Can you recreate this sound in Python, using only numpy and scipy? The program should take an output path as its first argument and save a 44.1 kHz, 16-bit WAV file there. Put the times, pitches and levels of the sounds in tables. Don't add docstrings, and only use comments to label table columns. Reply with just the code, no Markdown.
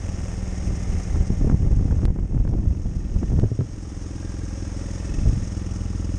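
import sys
import numpy as np
from scipy import signal
from scipy.fft import rfft, irfft, next_fast_len
from scipy.io import wavfile
from scipy.ndimage import uniform_filter1d

SR = 44100
rng = np.random.default_rng(int(sys.argv[2]) if len(sys.argv) > 2 else 0)


def unload_wav(signal):
    wavfile.write(
        sys.argv[1],
        SR,
        np.round(np.clip(np.atleast_2d(signal).T, -1, 1) * 32767).astype(np.int16),
    )


N = 272538
TIME = np.arange(N) / SR

# [t/s, level/dB, bark control/dB]
ENGINE_LEVELS = [(0, -28, -21), (1.2, -28.5, -31), (2.4, -33.5, -2), (3.2, -29.5, -25), (3.6, -35.5, -6.5),
                 (4.1, -30.5, -4.5), (4.6, -29, -6), (5.0, -28.5, -9.5), (5.5, -26.5, -16),
                 (6.18, -25, -12)]


def from_db(db):
    return 10 ** (np.asarray(db) / 20)


def rms_one(x):
    return x / np.sqrt(np.mean(x ** 2) + 1e-20)


def in_time(rows):
    s, *columns = np.transpose(rows)
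    return [np.interp(TIME, s, column) for column in columns]


def colour(x, spectrum):
    size = next_fast_len(N + SR // 2)
    hz, db = np.transpose(spectrum)
    bins = np.maximum(np.arange(size // 2 + 1) * SR / size, 1)
    gain = from_db(np.interp(np.log(bins), np.log(hz), db))
    return irfft(rfft(x, size) * gain, size)[..., :N]


def noise(spectrum):
    return rms_one(colour(rng.standard_normal(N), spectrum))


def drift(rate):
    step = 40
    warm_up = 2000
    r = np.exp(-2 * np.pi * rate * step / SR)
    white = rng.standard_normal(N // step + warm_up + 2)
    slow = signal.lfilter([1], [1, -2 * r, r * r], white)[warm_up:]
    return np.interp(np.arange(N) / step, np.arange(len(slow)), rms_one(slow))


def evened(x, size):
    power = uniform_filter1d(uniform_filter1d(x ** 2, size), size // 2)
    return x / np.sqrt(power + 1e-12)


def resonate(x, hz, width_hz):
    r = np.exp(-np.pi * width_hz / SR)
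    zeros = np.array([1, 0, -1]) * (1 - r * r) / 2
    poles = [1, -2 * r * np.cos(2 * np.pi * hz / SR), r * r]
    return signal.lfilter(zeros, poles, x + 1e-18)


def ring(x, hz, t60):
    r = np.exp(-np.log(1000) / (t60 * SR))
    w = 2 * np.pi * hz / SR
    return signal.lfilter([0, np.sin(w)], [1, -2 * r * np.cos(w), r * r], x + 1e-18)


def clicks(rows):
    s, db = np.transpose(rows)
    return np.bincount((s * SR).astype(int), from_db(db), N)


def stroke(turn, at, width, uneven_db):
    nearest = np.round(turn - at)
    strength = from_db(uneven_db * rng.uniform(-1, 1, size=256))
    puff = np.exp(-.5 * ((turn - at - nearest) / width) ** 2)
    return puff * strength[nearest.astype(int)]


def beam(s, width_s, swell_db):
    return from_db(swell_db * np.exp(-.5 * ((TIME - s) / width_s) ** 2))


def struck(at, force, modes, bloom_hz):
    rings = []
    for hz, db, t60, *_ in modes:
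        blows = np.bincount(at, force * (1 - rng.random(len(at)) / 2), N)
        rings.append(from_db(db) * resonate(ring(blows, hz, t60), hz, bloom_hz))
    beamed = sum(x * beam(*mode[3:]) for x, mode in zip(rings, modes))
    return beamed / np.std(sum(rings))


def engine_beat(turn):
    # [delay/s, signed gain]
    pipe_echoes = [(.0006, -1.07), (.0045, -.38), (.0092, .36)]
    # [f/Hz, width/Hz, level/dB]
    silencer = [(92, 12, -11.5), (182.4, 6.7, 8.5), (276.5, 3.8, -3.5), (386, 12, 1)]
    level_db, bark_db = in_time(ENGINE_LEVELS)
    wobble = .004 * drift(25)
    puff = stroke(turn + wobble, at=.852, width=.0255, uneven_db=1)
    echoes = sum(gain * np.interp(TIME - delay, TIME, puff) for delay, gain in pipe_echoes)
    pipe = puff + echoes
    exhaust = pipe + sum(from_db(db) * resonate(pipe, hz, width) for hz, width, db in silencer)
    chamber = resonate(resonate(pipe, 293, 115), 385, 172)
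    bark = from_db(bark_db + 12.0) * chamber
    gulp = stroke(turn, at=.465, width=.045, uneven_db=.6)
    gulp += .85 * stroke(turn, at=.55, width=.06, uneven_db=.6)
    refill = stroke(turn, at=.49, width=.15, uneven_db=.6)
    intake = .36 * gulp - .3 * refill
    high_pass = signal.butter(2, 14, "high", fs=SR, output="sos")
    beat = signal.sosfilt(high_pass, exhaust + bark + intake)
    flutter = from_db(.5 * drift(90))
    return from_db(level_db) * rms_one(beat * flutter)


def intake_rasp(turn):
    level_db, bark_db = in_time(ENGINE_LEVELS)
    rush = rng.standard_normal(N) * stroke(turn, at=.4, width=.065, uneven_db=1)
    airbox = rms_one(resonate(resonate(rush, 540, 100), 556, 440))
    flow = stroke(turn, at=.94, width=.1, uneven_db=1.5) / 2
    flow += stroke(turn, at=.5, width=.09, uneven_db=2) / 4
    gas = noise([(60, -4.5), (130, -2.0), (220, -2.0), (330, -3.0), (430, -12.5), (700, -42.0)])
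    burble = rms_one(1 / 10 + flow) * gas
    airbox_db = -30.5 + 0.11 * bark_db
    burble_db = -20 + .3 * bark_db
    return from_db(level_db) * (from_db(airbox_db) * airbox + from_db(burble_db) * burble)


def casing_gain(db, shading):
    # [t/s, level/dB]
    casing = [(0.05, -49.5), (1.08, -48), (1.65, -55.5), (2.02, -56.5), (2.05, -56), (2.07, -64),
              (3.26, -54), (3.55, -56), (3.9, -52), (4.98, -47.5), (6.15, -50.5)]
    open_db = -48
    return from_db(db + shading * (in_time(casing)[0] - open_db))


def valve_taps(turn):
    # [f/Hz, level/dB, T60/s, head faces the mode t/s, time in its beam/s, swell then/dB]
    covers = [(556, 8, 0.075, 4.83, 0.2, 11.5), (817, 3, 0.22, 1.7, 0.26, 7.5),
              (1183, 4, 0.15, 5.8, 0.27, 3.5), (1318, 8.5, 0.046, 6.1, .35, 4),
              (1616, -3.5, 0.095, 4.4, .3, 17.5), (1844, -2, 0.19, 3.4, 0.36, 6),
              (2180, -8.5, .06, 4.5, 0.14, 13), (3555, -5.5, 0.17, 15, .4, 7),
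              (5790, 0.5, 0.15, 9.3, 0.42, 6), (6500, -4.5, 0.27, 8.6, .25, 9)]
    hard = np.flatnonzero(np.diff(np.floor(turn - .365)))
    soft = np.flatnonzero(np.diff(np.floor(turn - .82)))
    force = np.r_[np.ones(len(hard)), np.full(len(soft), from_db(-9))]
    return struck(np.r_[hard, soft], force, covers, bloom_hz=400)


def valve_gear(turn):
    # [f/Hz, density/dB]
    clatter_spectrum = [(300, 8), (430, 8.5), (560, 6), (720, 0), (830, 0), (950, -2), (1280, -3.5),
                        (1500, -5.5), (1850, -6), (2600, -9.5), (3400, -13), (4300, -21.5), (9000, -38)]
    # [f/Hz, density/dB]
    hiss_spectrum = [(3000, -15), (4500, -13), (5150, -0.5), (5720, 2.5), (6050, -3), (6430, 4),
                     (7100, -6.5), (7900, -8), (8700, -7.5), (9500, -13.5), (10200, -21), (13000, -16.5)]
    firing = stroke(turn, at=.95, width=.1, uneven_db=2)
    drawing = stroke(turn, at=.44, width=.075, uneven_db=3)
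    tappets = stroke(turn, at=.41, width=.012, uneven_db=4)
    rattle = 1 + .38 * firing + .38 * drawing + .2 * tappets
    swell = 1 + 0.31 * firing + 0.12 * drawing
    clatter = casing_gain(db=-43, shading=0.85) * noise(clatter_spectrum) * rms_one(rattle)
    taps = casing_gain(db=-56, shading=1) * valve_taps(turn)
    flicker = from_db(1.4 * drift(79))
    hiss = casing_gain(db=-48, shading=1) * noise(hiss_spectrum) * rms_one(swell) * flicker
    return clatter + taps + hiss


def chain_ring():
    cover = resonate(resonate(rng.standard_normal(N), 1840, 220), 2100, 770)
    return casing_gain(db=-61, shading=2.6) * rms_one(cover)


def loose_tappet(turn):
    # [t/s, level/dB]
    tappet_level = [(0, -58.5), (2.2, -74.5), (3.2, -63), (3.6, -73), (4.6, -66), (5.1, -65), (6.18, -63)]
    # [f/Hz, level/dB, T60/s, head faces the mode t/s, time in its beam/s, swell then/dB]
    tappet_modes = [(1810, 2, .035, 5.03, .16, 12), (2600, 2, .035, 5.14, .11, 13),
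                    (2905, -1, .035, 5.75, .45, 6), (3290, -4, .03, 5.3, .3, 4),
                    (1320, -2, .03, 5.8, .4, 8)]
    jitter = .02 * drift(8)
    at = np.flatnonzero(np.diff(np.floor(turn - .77 + jitter)))
    return from_db(in_time(tappet_level)[0]) * struck(at, 1, tappet_modes, bloom_hz=110)


def drive_chain():
    # [t/s, level/dB]
    whirr_level = [(0, -60), (0.6, -54), (1.1, -53.5), (1.6, -62), (3.6, -75), (5.4, -83)]
    # [f/Hz, width/Hz, level/dB]
    whirr_modes = [(381, 36, 2.5), (766, 16, -2), (1848, 100, -5), (2074, 110, -3)]
    links = rng.standard_normal(N)
    whirr = np.zeros(N)
    for hz, width, db in whirr_modes:
        band = resonate(resonate(links, hz, width), hz, 4 * width)
        whirr += from_db(db) * evened(band, size=6000)
    return from_db(in_time(whirr_level)[0]) * whirr


def road_speed():
    brake_s, stop_s = 0.94, 5.4
    return np.clip((stop_s - TIME) / (stop_s - brake_s), 0, 1)


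def gravel():
    # [f/Hz, gain/dB]
    crunch_spectrum = [(300, 8.5), (550, 18), (800, 8.5), (1100, 2), (2000, 2), (3000, -2.5), (4200, -31.5),
                       (6500, 0), (10000, -12.5)]
    stones_per_s = 500
    speed = road_speed()
    sizes = from_db(5.0 * np.minimum(rng.exponential(1, N), 4)) * rng.choice([-1, 1], N)
    stones = sizes * (rng.random(N) < stones_per_s * speed / SR)
    crunch = rms_one(colour(stones, crunch_spectrum))
    return from_db(-50.5) * speed ** 3.5 * crunch


def gust_strength():
    # [start t/s, hold/s, level/dB]
    gust_rows = [(0.668, 0.06, -24), (0.92, 0.055, -23.5), (1.134, 0.072, -22), (1.325, 0.016, -23.5),
                 (1.42, .11, -17.5), (1.62, 0.033, -20), (1.683, 0.427, -21), (2.188, 0.046, -24),
                 (2.334, 0.068, -18.5), (2.475, 0.23, -21), (2.775, 0.35, -27.5), (3.123, 0.13, -25),
                 (3.317, 0.12, -19), (5.104, 0.32, -27), (5.183, 0.17, -28), (5.235, 0.07, -26.5)]
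    attack_s, release_s = 0.022, 0.025
    power = np.zeros(N)
    for start, hold, db in gust_rows:
        before = np.maximum(start - TIME, 0) / attack_s
        after = np.maximum(TIME - start - hold, 0) / release_s
        power += from_db(db) ** 2 * np.exp(-(before + after) ** 2)
    return np.sqrt(power)


def wind(gusts):
    # [f/Hz, density/dB]
    buffet_spectrum = [(15, -10.5), (28, 3.5), (55, -1), (85, -3), (130, -7.5), (200, -14), (300, -23.5),
                       (450, -31.5), (700, -41.5), (1200, -64), (3000, -94.5)]
    # [f/Hz, density/dB]
    tearing_spectrum = [(100, -18), (230, -5.5), (400, -9), (600, -4), (900, -2.5), (1300, -29.5),
                        (2500, -18.5), (6000, -72)]
    steady = np.hypot(from_db(-38), from_db(-33.5) * road_speed())
    level = np.hypot(gusts, steady)
    eddies = evened(noise(buffet_spectrum), size=3000)
    tear = (2 * np.tanh(np.maximum(eddies, 0) / 2)) ** 2
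    crackle = from_db(-15) * level ** 1.88 * tear * noise(tearing_spectrum)
    return level * eddies + crackle


def lesser_eddies(gusts):
    # [thump/dB, rasp/dB, crackle/dB]
    eddy_db = [0, -11, -35.5]
    eddies_per_s, scatter_db = 30, 3.5
    chance = rng.uniform(-0.996, 1, (int(eddies_per_s * TIME[-1]), 4))
    s = (np.arange(len(chance)) + (1 + chance[:, 0]) / 2) / eddies_per_s
    gust_db = 20 * np.log10(np.interp(s, TIME, gusts) + 1e-9)
    return np.c_[s, gust_db[:, None] + eddy_db + scatter_db * chance[:, 1:]]


def slaps(gusts):
    # [t/s, thump/dB, rasp/dB, crackle/dB]
    strong_eddies = [(0.898, -15, -38, -64), (0.935, -25, -37, -52), (1.147, -14, -39.5, -44),
                     (1.158, -26, -31, -38.5), (1.21, -12, -45, -50), (1.304, -15, -18, -54),
                     (1.412, -27, -20.5, -50), (1.446, -15, -20.5, -59), (1.476, -12, -19.5, -59),
                     (1.499, -25, -17.5, -30.5), (1.515, -21, -27, -41), (1.531, -11.5, -31.5, -50),
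                     (1.545, -13, -24, -58), (1.606, -12, -52, -62), (1.631, -12, -28, -47),
                     (1.665, -19, -29.5, -53), (1.713, -12, -23, -53), (1.729, -15, -22, -54),
                     (1.772, -10.5, -53, -57), (1.792, -14, -35, -48), (1.811, -19, -23.5, -55),
                     (1.826, -36, -31, -45.5), (1.855, -12.5, -26.5, -58), (1.885, -23, -30, -50),
                     (1.911, -22, -35.5, -38), (1.925, -13.5, -28, -40), (1.946, -22, -33.5, -56),
                     (1.993, -35, -32.5, -45), (2.019, -30, -34.5, -46), (2.033, -34, -25.5, -44),
                     (2.053, -9, -22, -45), (2.082, -15, -28, -46), (2.104, -12.5, -27, -48),
                     (2.162, -30, -27, -48), (2.189, -31, -26.5, -43), (2.231, -16, -38, -59),
                     (2.256, -18, -33, -56), (2.322, -29, -51.5, -58), (2.378, -34, -32, -44.5),
                     (2.452, -41, -26, -45), (2.477, -27, -38, -42.5), (2.522, -27, -32, -61),
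                     (2.539, -22, -22, -47), (2.554, -33, -23, -59), (2.581, -40, -29.5, -49),
                     (2.676, -17, -45, -62), (2.71, -21.5, -42, -56), (2.75, -36, -40, -52),
                     (2.859, -16, -20, -56), (2.967, -18.5, -38, -59), (3.163, -11, -36, -49),
                     (3.231, -19, -18, -41), (3.301, -16, -25.5, -54), (3.319, -16, -25, -49),
                     (3.332, -12.5, -34.5, -55), (3.365, -20, -45.5, -56), (3.390, -7.5, -23, -39),
                     (3.433, -15, -16.5, -51), (3.441, -25, -20.5, -44), (3.467, -31, -43.5, -68),
                     (3.610, -40, -32, -40), (5.185, -20, -28, -60), (5.259, -10, -24, -57),
                     (5.275, -9, -24, -55), (5.296, -9, -36.5, -56)]
    # [f/Hz, gain/dB]
    rasp_spectrum = [(70, -21.5), (140, 6), (240, 6.5), (400, -4.5), (750, -19), (1200, -42), (3000, -80.5)]
    # [f/Hz, gain/dB]
    crackle_spectrum = [(400, -17), (850, 3), (1700, -6.5), (2600, -21.5), (5000, -46), (9000, -64)]
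    thump_s, edge_s, rasp_s, crackle_s = 0.0047, 0.0011, 0.004, 0.0048
    rasp = from_db(-5.5) * evened(noise(rasp_spectrum), size=400)
    spit = from_db(-9.5) * evened(noise(crackle_spectrum), size=200)
    rows = np.vstack([strong_eddies, lesser_eddies(gusts)])
    pops = colour(clicks(rows[:, [0, 2]]), rasp_spectrum)
    snaps = colour(clicks(rows[:, [0, 3]]), crackle_spectrum)
    out = from_db(36.5) * pops + from_db(35.0) * snaps
    for s, thump_db, body_db, crackle_db in rows:
        near = abs(TIME - s) < .03
        age = TIME[near] - s
        flip = -np.tanh(age / edge_s)
        out[near] += from_db(thump_db) * flip * np.exp(-.5 * (age / thump_s) ** 2)
        out[near] += from_db(body_db) * rasp[near] * np.exp(-.5 * (age / rasp_s) ** 2)
        out[near] += from_db(crackle_db) * spit[near] * np.exp(-.5 * (age / crackle_s) ** 2)
    return out


def knocks_and_ticks():
    # [t/s, relative level/dB]
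    knock_rows = [(3.437, -8.5), (3.517, -11.5), (3.591, -9.5), (3.606, -18), (3.612, -11), (3.620, -31)]
    # [f/Hz, level/dB, T60/s]
    helmet = [(112, 0, .11), (250, -7, .045), (390, -7, .04), (600, -13, .04)]
    # [t/s, relative level/dB]
    tick_rows = [(1.734, -54), (2.054, -37), (2.477, -56), (3.398, -44.5), (3.607, -52)]
    # [f/Hz, gain/dB]
    tick_spectrum = [(400, 7), (1500, 12), (3000, 2.5), (4500, 3.5), (6000, -6.5), (10000, -4.5),
                     (14000, -17)]
    contact_s = .0005
    pad = signal.windows.gaussian(257, contact_s * SR)
    contact = np.convolve(clicks(knock_rows), pad / pad.sum(), "same")
    jolt = np.gradient(contact)
    knocks = np.zeros(N)
    for hz, db, t60 in helmet:
        per_slope = SR / (2 * np.pi * hz)
        knocks += from_db(db) * per_slope * ring(jolt, hz, t60)
    ticks = from_db(23.5) * colour(clicks(tick_rows), tick_spectrum)
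    return ticks - knocks


def scene():
    # [t/s, f/Hz as turns per second]
    crank = [(0.0, 20.76), (0.3, 20.67), (0.7, 20.03), (1.2, 20.12), (2.5, 20.98), (3.4, 22.18),
             (3.8, 21.55), (4.0, 21.13), (4.2, 21.58), (4.55, 21.09), (4.9, 21.37), (5.25, 21.18),
             (5.55, 20.82), (5.85, 20.97), (6.18, 21.23)]
    turn = np.cumsum(in_time(crank)[0]) / SR
    gusts = gust_strength()
    engine = engine_beat(turn) + intake_rasp(turn) + valve_gear(turn) + chain_ring() + loose_tappet(turn)
    motorcycle = engine + drive_chain()
    return (motorcycle + gravel() + wind(gusts) + slaps(gusts) + knocks_and_ticks())[None]


def record(dry):
    rounded = np.tanh(dry)
    dulled = colour(rounded, [(9600, 0), (10200, -14), (12500, -14), (14000, -30)])
    low_pass = signal.ellip(8, .3, 60, 13000, fs=SR, output="sos")
    return signal.sosfilt(low_pass, dulled)


dry = scene()
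out = record(dry)
unload_wav(out)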